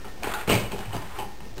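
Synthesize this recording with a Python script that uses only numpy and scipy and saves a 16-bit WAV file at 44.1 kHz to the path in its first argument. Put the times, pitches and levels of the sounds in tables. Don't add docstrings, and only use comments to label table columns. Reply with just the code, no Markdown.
import sys
import numpy as np
from scipy import signal
from scipy.fft import rfft, irfft, next_fast_len
from scipy.io import wavfile
from scipy.ndimage import uniform_filter1d, map_coordinates

SR = 44100
rng = np.random.default_rng(int(sys.argv[2]) if len(sys.argv) > 2 else 0)


def wav_out(sig):
    wavfile.write(sys.argv[1], SR, np.round(np.clip(np.atleast_2d(sig).T, -1, 1) * 32767).astype(np.int16))


def ratio(d):
    e = np.asarray(d, float) / 20
    return 10 ** e


N = 70560


def unit(x):
    return x / np.sqrt(np.mean(x ** 2) + 1e-20)


def along(points, hz):
    f, v = np.transpose(points)
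    return np.interp(np.log(hz + 1), np.log(f + 1), v)


def wobble(rate):
    knots = rng.standard_normal(int(N * rate / SR) + 4)
    return map_coordinates(knots, [np.arange(N) * rate / SR])


def filtered(x, response):
    m = next_fast_len(len(x) + 8192)
    return irfft(rfft(x, m) * response(np.fft.rfftfreq(m, 1 / SR)), m)[:len(x)]


def coloured_noise(grains, spectrum):
    return unit(filtered(grains, lambda hz: ratio(along(spectrum, hz))))


def ring(modes, t, scatter_db, detune):
    hz, db, t60 = np.transpose(modes)[:, :, None]
    level, tuning, sign = rng.standard_normal((3, len(hz), 1))
    decay = np.sign(sign) * ratio(db + scatter_db * level - 60 * t / t60)
    tones = decay * np.sin(2 * np.pi * hz * (1 + detune * tuning) * t)
    return np.sum(tones, axis=0) / np.sqrt(len(hz))


# frequency in Hz, t60 in seconds.
ROOM_DECAY = [(100, 0.36), (500, 0.47), (2500, 0.41), (5500, 0.33)]
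ROOM_DB, ROOM_DELAY_S = -2.5, 0.006


def room(x):
    hz, t, z = signal.stft(rng.standard_normal(SR // 3), SR, nperseg=512)
    decay = ratio(-60 * t / along(ROOM_DECAY, hz)[:, None])
    tail = signal.istft(z * decay, SR, nperseg=512)[1]
    delayed = np.pad(x, (round(ROOM_DELAY_S * SR), 0))
    return signal.fftconvolve(delayed, tail / np.linalg.norm(tail))


def add(out, s, sound, room_db):
    for part in (sound, ratio(room_db) * room(sound)):
        out[round(s * SR):][:len(part)] += part


# start in
# seconds, peak of the tick in dB, knock in dB, crack in dB, pitch of the struck piece in Hz.
CONTACTS = [(0.045, -43.5, -33.5, -62, 1341), (0.051, -39, -38, -35, 760), (0.174, -44, -39, -51, 717),
            (0.2337, -30.5, -26, -20, 2500), (.243, -23.5, -25, -27, 775),
            (0.224, -45.5, -29.5, -39, 724), (0.258, -45, -36, -39, 1080), (0.271, -43, -28, -37, 389),
            (0.273, -30.5, -29, -31, 1109), (0.3377, -29.5, -31, -26, 1410),
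            (.341, -45, -31.5, -22, 857), (.476, -22, -27.5, -19.5, 437),
            (0.486, -27.5, -22, -27, 1282), (0.493, -13.5, -37.5, -43, 589),
            (.499, -19.5, -21.5, -20, 410.7), (0.5106, -13.5, -20.5, -27.5, 591),
            (.504, -17.5, -23, -14, 685), (.517, -16.5, -20.5, -35, 2580), (.524, -20, -22, -18, 480),
            (.542, -22, -22.5, -19.5, 2210), (.575, -30.5, -24.5, -21, 590),
            (.533, -25, -23.5, -21, 422), (.551, -20.5, -27.5, -24, 405),
            (0.613, -31, -43.5, -41, 480), (.719, -26.5, -29, -26, 886),
                     (.731, -34, -26, -36.5, 401), (.742, -36, -31.5, -36.5, 480),
                     (0.762, -49, -31.5, -34.5, 760), (0.79, -33.5, -30.5, -26, 781),
                     (.856, -36, -40.5, -42, 2432), (.906, -41.5, -31, -37, 889),
                     (.930, -37, -20.5, -35.5, 2980), (.934, -35, -31.5, -30, 707),
                     (.942, -39, -24, -34.5, 1012), (.949, -44.5, -34.5, -30.5, 675),
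                     (0.965, -31.5, -23.5, -30, 4760), (1.02, -47, -33.5, -34, 817),
                     (1.181, -41.5, -35.5, -32.5, 400.7), (1.187, -37.5, -23, -27.5, 803),
                     (1.188, -37.5, -25.5, -30, 2993), (1.198, -32, -25.5, -32, 996),
                     (1.223, -38, -34, -34, 860.6), (1.405, -39, -38.5, -36, 840),
                     (1.453, -44, -40.5, -45.5, 453), (1.57, -49.5, -37, -36.5, 385.4),
                     (1.581, -36.5, -31, -27.5, 387)]
# pitch in Hz, level in dB, t60 in seconds.
TEETH_MODES = [(1235, -7, 0.027), (1668, -5, 0.0073), (1872, -12, 0.046), (2210, -4.5, 0.043),
               (2384, -6, 0.063), (2500, -5, 0.043), (2614, 0.5, 0.039), (2843, -2.5, 0.028),
               (3006, 2.5, 0.024), (3295, -6.5, 0.026), (3990, -11, 0.061), (4615, -9, 0.02)]
HOUSING_MODES = [(305.5, -2.5, 0.042), (362.4, -2, 0.15), (402.6, -3, 0.089), (480, -2.5, 0.035),
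                 (538.5, -12.5, 0.042), (603, -4.5, 0.059), (717, -5.5, 0.069), (760, -4, 0.069),
                 (854.5, 1.5, 0.11), (928.4, -3, 0.064), (1038.4, -4, 0.13), (1290, -8.5, 0.019),
                 (1428, -13.5, 0.066)]
# frequency in Hz, level in dB per Hz.
CRACK_SPECTRUM = [(300, -27.5), (800, -6), (1500, 4), (3000, -6.5), (4500, 3), (6000, -14)]
PIECE_DB, PIECE_CYCLES = -4, 55
CRACK_DB, CRACK_T60_S = -7.5, 0.015
CHATTER_DB, CHATTER_T60_S, CHATTER_SHARE = -9.5, 0.04, 0.022
SCATTER_DB, DETUNE = 2, 0.0088
BLOW_RISE_S = 0.00034
SPOT_DB_PER_OCTAVE = 4.5


def mechanism():
    out, t = np.zeros(N + 2 * SR), np.arange(SR // 6) / SR
    for s, tick_db, knock_db, crack_db, piece_hz in CONTACTS:
        size, chance = rng.random((2, len(t)))
        rebounds = (2 * size - 1) * (chance < CHATTER_SHARE)
        chatter = rebounds * ratio(CHATTER_DB - 60 * t / CHATTER_T60_S)
        chatter[0] = 1

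        crack = coloured_noise(rng.standard_normal(len(t)), CRACK_SPECTRUM)
        crack = crack * ratio(CRACK_DB - 60 * t / CRACK_T60_S)

        near = [(hz, db - SPOT_DB_PER_OCTAVE * abs(np.log2(hz / piece_hz)), t60)
                for hz, db, t60 in HOUSING_MODES]
        piece = ratio(PIECE_DB - 60 * t * piece_hz / PIECE_CYCLES) * np.sin(2 * np.pi * piece_hz * t)
        knock = ring(near, t, SCATTER_DB, DETUNE) + piece
        tick = ring(TEETH_MODES, t, SCATTER_DB, DETUNE)
        blow = (ratio(tick_db) * tick + ratio(knock_db) * knock) * (1 - np.exp(-t / BLOW_RISE_S))
        clatter = signal.fftconvolve(blow, chatter / np.linalg.norm(chatter))[:len(t)]
        add(out, s, clatter + ratio(crack_db) * crack, ROOM_DB)
    return out[:N]


# start in seconds, peak in dB, pitch in Hz, cycles to die away by 60 dB.
SNAP_BLOWS = [(.2332, -18, 2500, 18), (0.2424, -22, 1090, 10.4), (0.2727, -19, 990, 7.4),
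              (0.2737, -25, 402, 9.5), (.2785, -26, 646, 6.4), (0.3381, -14, 3210, 5.4),
              (0.3399, -24, 1425, 13), (0.3407, -18.5, 3760, 11), (.342, -30, 834, 50),
              (.4805, -25.5, 687, 6.1), (0.4919, -20, 3030, 20), (0.4992, -14, 425, 12),
              (.505, -13.5, 895, 6), (0.512, -16, 3005, 25), (0.512, -19, 2620, 40), (.516, -21, 585, 16),
              (0.5283, -16, 200.3, 16), (.531, -17.5, 2500, 19), (0.5491, -18, 112, 8),
              (0.553, -15.5, 2280, 25), (.559, -22, 4520, 26), (0.7183, -22, 3000, 4),
              (0.9325, -34.5, 3030, 14), (1.1875, -35, 3060, 8), (1.222, -34, 858, 60),
              (1.5807, -36, 2610, 9.6)]
SNAP_ROOM_DB = -4.5


def snaps():
    out, t = np.zeros(N + 2 * SR), np.arange(SR // 8) / SR
    for s, db, hz, cycles in SNAP_BLOWS:
        add(out, s, ratio(db - 60 * t * hz / cycles) * np.sin(2 * np.pi * hz * t), SNAP_ROOM_DB)
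    return out[:N]


# start in seconds, level in dB, pitch in Hz,
# width in Hz, t60 in seconds.
LINGERING_PARTS = [(.340, -31, 855, 28, .35), (.338, -30, 1450, 60, .25), (.338, -35.5, 3800, 450, 0.094),
                   (.240, -34.5, 1700, 700, .3), (.508, -23, 2850, 390, 0.12),
                   (.517, -24.5, 2300, 200, 0.14), (.565, -36, 2400, 250, .35),
                   (.792, -48.5, 2920, 60, 0.55), (0.71, -39.5, 2620, 90, 0.14),
                   (0.65, -41, 2920, 50, 0.16), (.875, -36, 110, 8, .5), (1, -42.5, 260, 22, 0.18),
                   (1.03, -40.5, 200, 30, 0.22), (1.19, -42, 2650, 160, .2), (1.195, -41, 855, 30, .4),
                   (1.41, -42, 145, 23, .2), (1.44, -45.5, 380, 130, .3), (.05, -44, 410, 67, 0.22)]
LINGER_RISE_S = 0.002


def linger():
    out, t = np.zeros(N + SR), np.arange(SR // 4) / SR
    for s, db, centre_hz, width_hz, t60 in LINGERING_PARTS:
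        jitter = uniform_filter1d(rng.standard_normal(len(t)), size=40)
        wander = np.cumsum(jitter) * np.sqrt(2 * np.pi * abs(width_hz) / SR)
        shaken = np.sqrt(2) * np.sin(2 * np.pi * centre_hz * t + wander)
        fade = (1 - np.exp(-t / LINGER_RISE_S)) * np.cos(np.pi / 2 * t / t[-1])
        out[round(s * SR):][:len(t)] += ratio(db - 60 * t / t60) * fade * shaken
    return out[:N]


# start in seconds, wall boom in dB, frame thud in dB.
WINDOW_JOLTS = [(0.056, -45, -37), (0.241, -33, -40.5), (.272, -37.5, -35), (.478, -25.5, -20),
                (.495, -24, -17), (.512, -16.5, -14), (.533, -25, -24), (0.551, -25.5, -26.5),
                (0.616, -28.5, -29.5), (0.725, -32, -29.5), (0.794, -33.5, -28), (0.857, -32.5, -36),
                (0.931, -30, -34.5), (0.949, -26, -32), (1.187, -39, -30.5), (1.252, -50, -32),
                (1.405, -43, -38), (1.5, -35.5, -46.5), (1.58, -37, -31.5)]
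# pitch in Hz, level in dB, t60 in seconds.
WALL_MODES = [(37.45, -6, .6), (58.84, -11, 0.29), (108.7, 0, .4), (144.1, -4, 0.23)]
FRAME_MODES = [(198, 1.5, .24), (218.5, -10, 0.11), (251.2, -3, 0.089), (317.2, -9, 0.092)]
THUD_RISE_S, THUD_ROOM_DB = 0.0051, -9.5


def window():
    out, t = np.zeros(N + 2 * SR), np.arange(SR // 3) / SR
    fade = (1 - np.exp(-t / THUD_RISE_S)) * np.cos(np.pi / 2 * t / t[-1])
    for s, boom_db, thud_db in WINDOW_JOLTS:
        boom = ratio(boom_db) * ring(WALL_MODES, t, 1.9, 0.0039)
        thud = ratio(thud_db) * ring(FRAME_MODES, t, 1.5, 0.006)
        add(out, s, (boom + thud) * fade, ROOM_DB + THUD_ROOM_DB)
    return out[:N]


# start in seconds, length in seconds, level in dB.
SLAT_SCRAPES = [(0.043, 0.05, -47), (0.225, 0.067, -36.5), (0.357, 0.049, -46.5), (0.472, 0.018, -28.5),
                (0.493, 0.062, -24), (0.553, 0.099, -33), (0.713, 0.022, -33.5), (0.778, 0.037, -40),
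                (0.934, 0.036, -34.5), (1.173, 0.046, -37.5), (1.56, 0.039, -46)]
# frequency in Hz, level in dB per Hz.
SLAT_SPECTRUM = [(90, -24.5), (150, 0), (400, -1), (700, -5.5), (1200, -9.5), (2000, -18.5), (3500, -17),
                 (5500, -22)]
SCRAPE_RISE_S, SCRAPE_FALL_S, SCRAPE_GRAIN_DB = 0.0044, 0.025, 3.5


def slats():
    s, length, db = np.transpose(SLAT_SCRAPES)[:, :, None]
    t = np.arange(N) / SR - s
    fall = np.exp(-np.clip(t - length, 0, None) / SCRAPE_FALL_S)
    shape = np.clip(t / SCRAPE_RISE_S, 0, 1) * fall
    level = np.sqrt(np.sum((ratio(db) * shape) ** 2, axis=0))
    grains = rng.standard_normal(N) * ratio(SCRAPE_GRAIN_DB * wobble(300))
    return level * coloured_noise(grains, SLAT_SPECTRUM)


# time in seconds, level in dB.
ROPE_LEVEL = [(0.0, -47.5), (0.169, -55), (0.279, -32.5), (0.41, -35.5), (0.458, -39), (0.712, -42.5),
              (1.02, -40), (1.131, -39), (1.26, -45.5), (1.385, -58), (1.6, -58)]
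# frequency in Hz, level in dB per Hz.
RUB_SPECTRUM = [(150, -32.5), (300, -11), (800, -3), (1100, -3), (1500, -4.5), (2700, -10.5), (3600, -14),
                (5500, -29)]
RUB_DB, RUB_GRAIN_DB = -4, 2


def rope():
    s, db = np.transpose(ROPE_LEVEL)
    level = ratio(RUB_DB + np.interp(np.arange(N) / SR, s, db))
    grains = rng.standard_normal(N) * ratio(RUB_GRAIN_DB * (wobble(120) + wobble(25)))
    return level * coloured_noise(grains, RUB_SPECTRUM)


# time in seconds, pitch in Hz, level in dB.
SQUEAK_PATH = [
    (1.096, 950, -60),
    (1.108, 962, -53),
    (1.141, 1024, -48.5),
    (1.17, 1050, -46),
    (1.184, 1030, -59),
]


def squeak():
    s, hz, db = np.transpose(SQUEAK_PATH)
    t = np.arange(N) / SR
    turns = np.cumsum(np.interp(t, s, hz) * (1 + 0.0091 * wobble(80))) / SR
    level = ratio(np.interp(t, s, db, -120, -120) + 1.2 * wobble(60))
    return np.sqrt(2) * level * np.sin(2 * np.pi * turns)


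# frequency in Hz, level in dB per Hz.
AIR_SPECTRUM = [(15, -4.5), (35, 1), (70, -4), (150, -12.5), (400, -14.5), (1000, -27), (2500, -35.5),
                (5500, -31)]
AIR_DB, AIR_SWAY_DB = -43, -1
WHINE_HZ, WHINE_WIDTH_HZ, WHINE_DB = 1814, 30, -59.5


def air():
    rumble = unit(filtered(rng.standard_normal(N), lambda hz: ratio(along(AIR_SPECTRUM, hz)) * (hz > 10)))
    whine = unit(filtered(rng.standard_normal(N),
                          lambda hz: 1 / (1 + (2 * (hz - WHINE_HZ) / WHINE_WIDTH_HZ) ** 2)))
    return ratio(AIR_DB + AIR_SWAY_DB * wobble(6.1)) * rumble + ratio(WHINE_DB) * whine


def scene():
    blows = mechanism() + snaps() + linger()
    return (blows + window() + slats() + rope() + squeak() + air())[None]


def low_pass(x):
    return signal.sosfilt(signal.butter(12, 15770, fs=SR, output="sos"), x)


CAMERA_RATE_HZ, HOLD_PHASE = 11024, 0.3
EDGE_HZ, TOP_HZ = 5800, 15800
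STEP, OFFSET = 0.985 / 128, -0.0184


def record(dry):
    soft = filtered(dry[0], lambda hz: 1 / np.sqrt(1 + (hz / EDGE_HZ) ** 16)) + OFFSET
    slot = np.floor(np.arange(N) * CAMERA_RATE_HZ / SR + HOLD_PHASE) - HOLD_PHASE
    held = np.interp(slot * SR / CAMERA_RATE_HZ, np.arange(N), soft)
    stepped = np.round(held / STEP) * STEP
    mix = filtered(stepped, lambda hz: hz < TOP_HZ)[None]
    return low_pass(mix)


dry = scene()
out = record(dry)
wav_out(out)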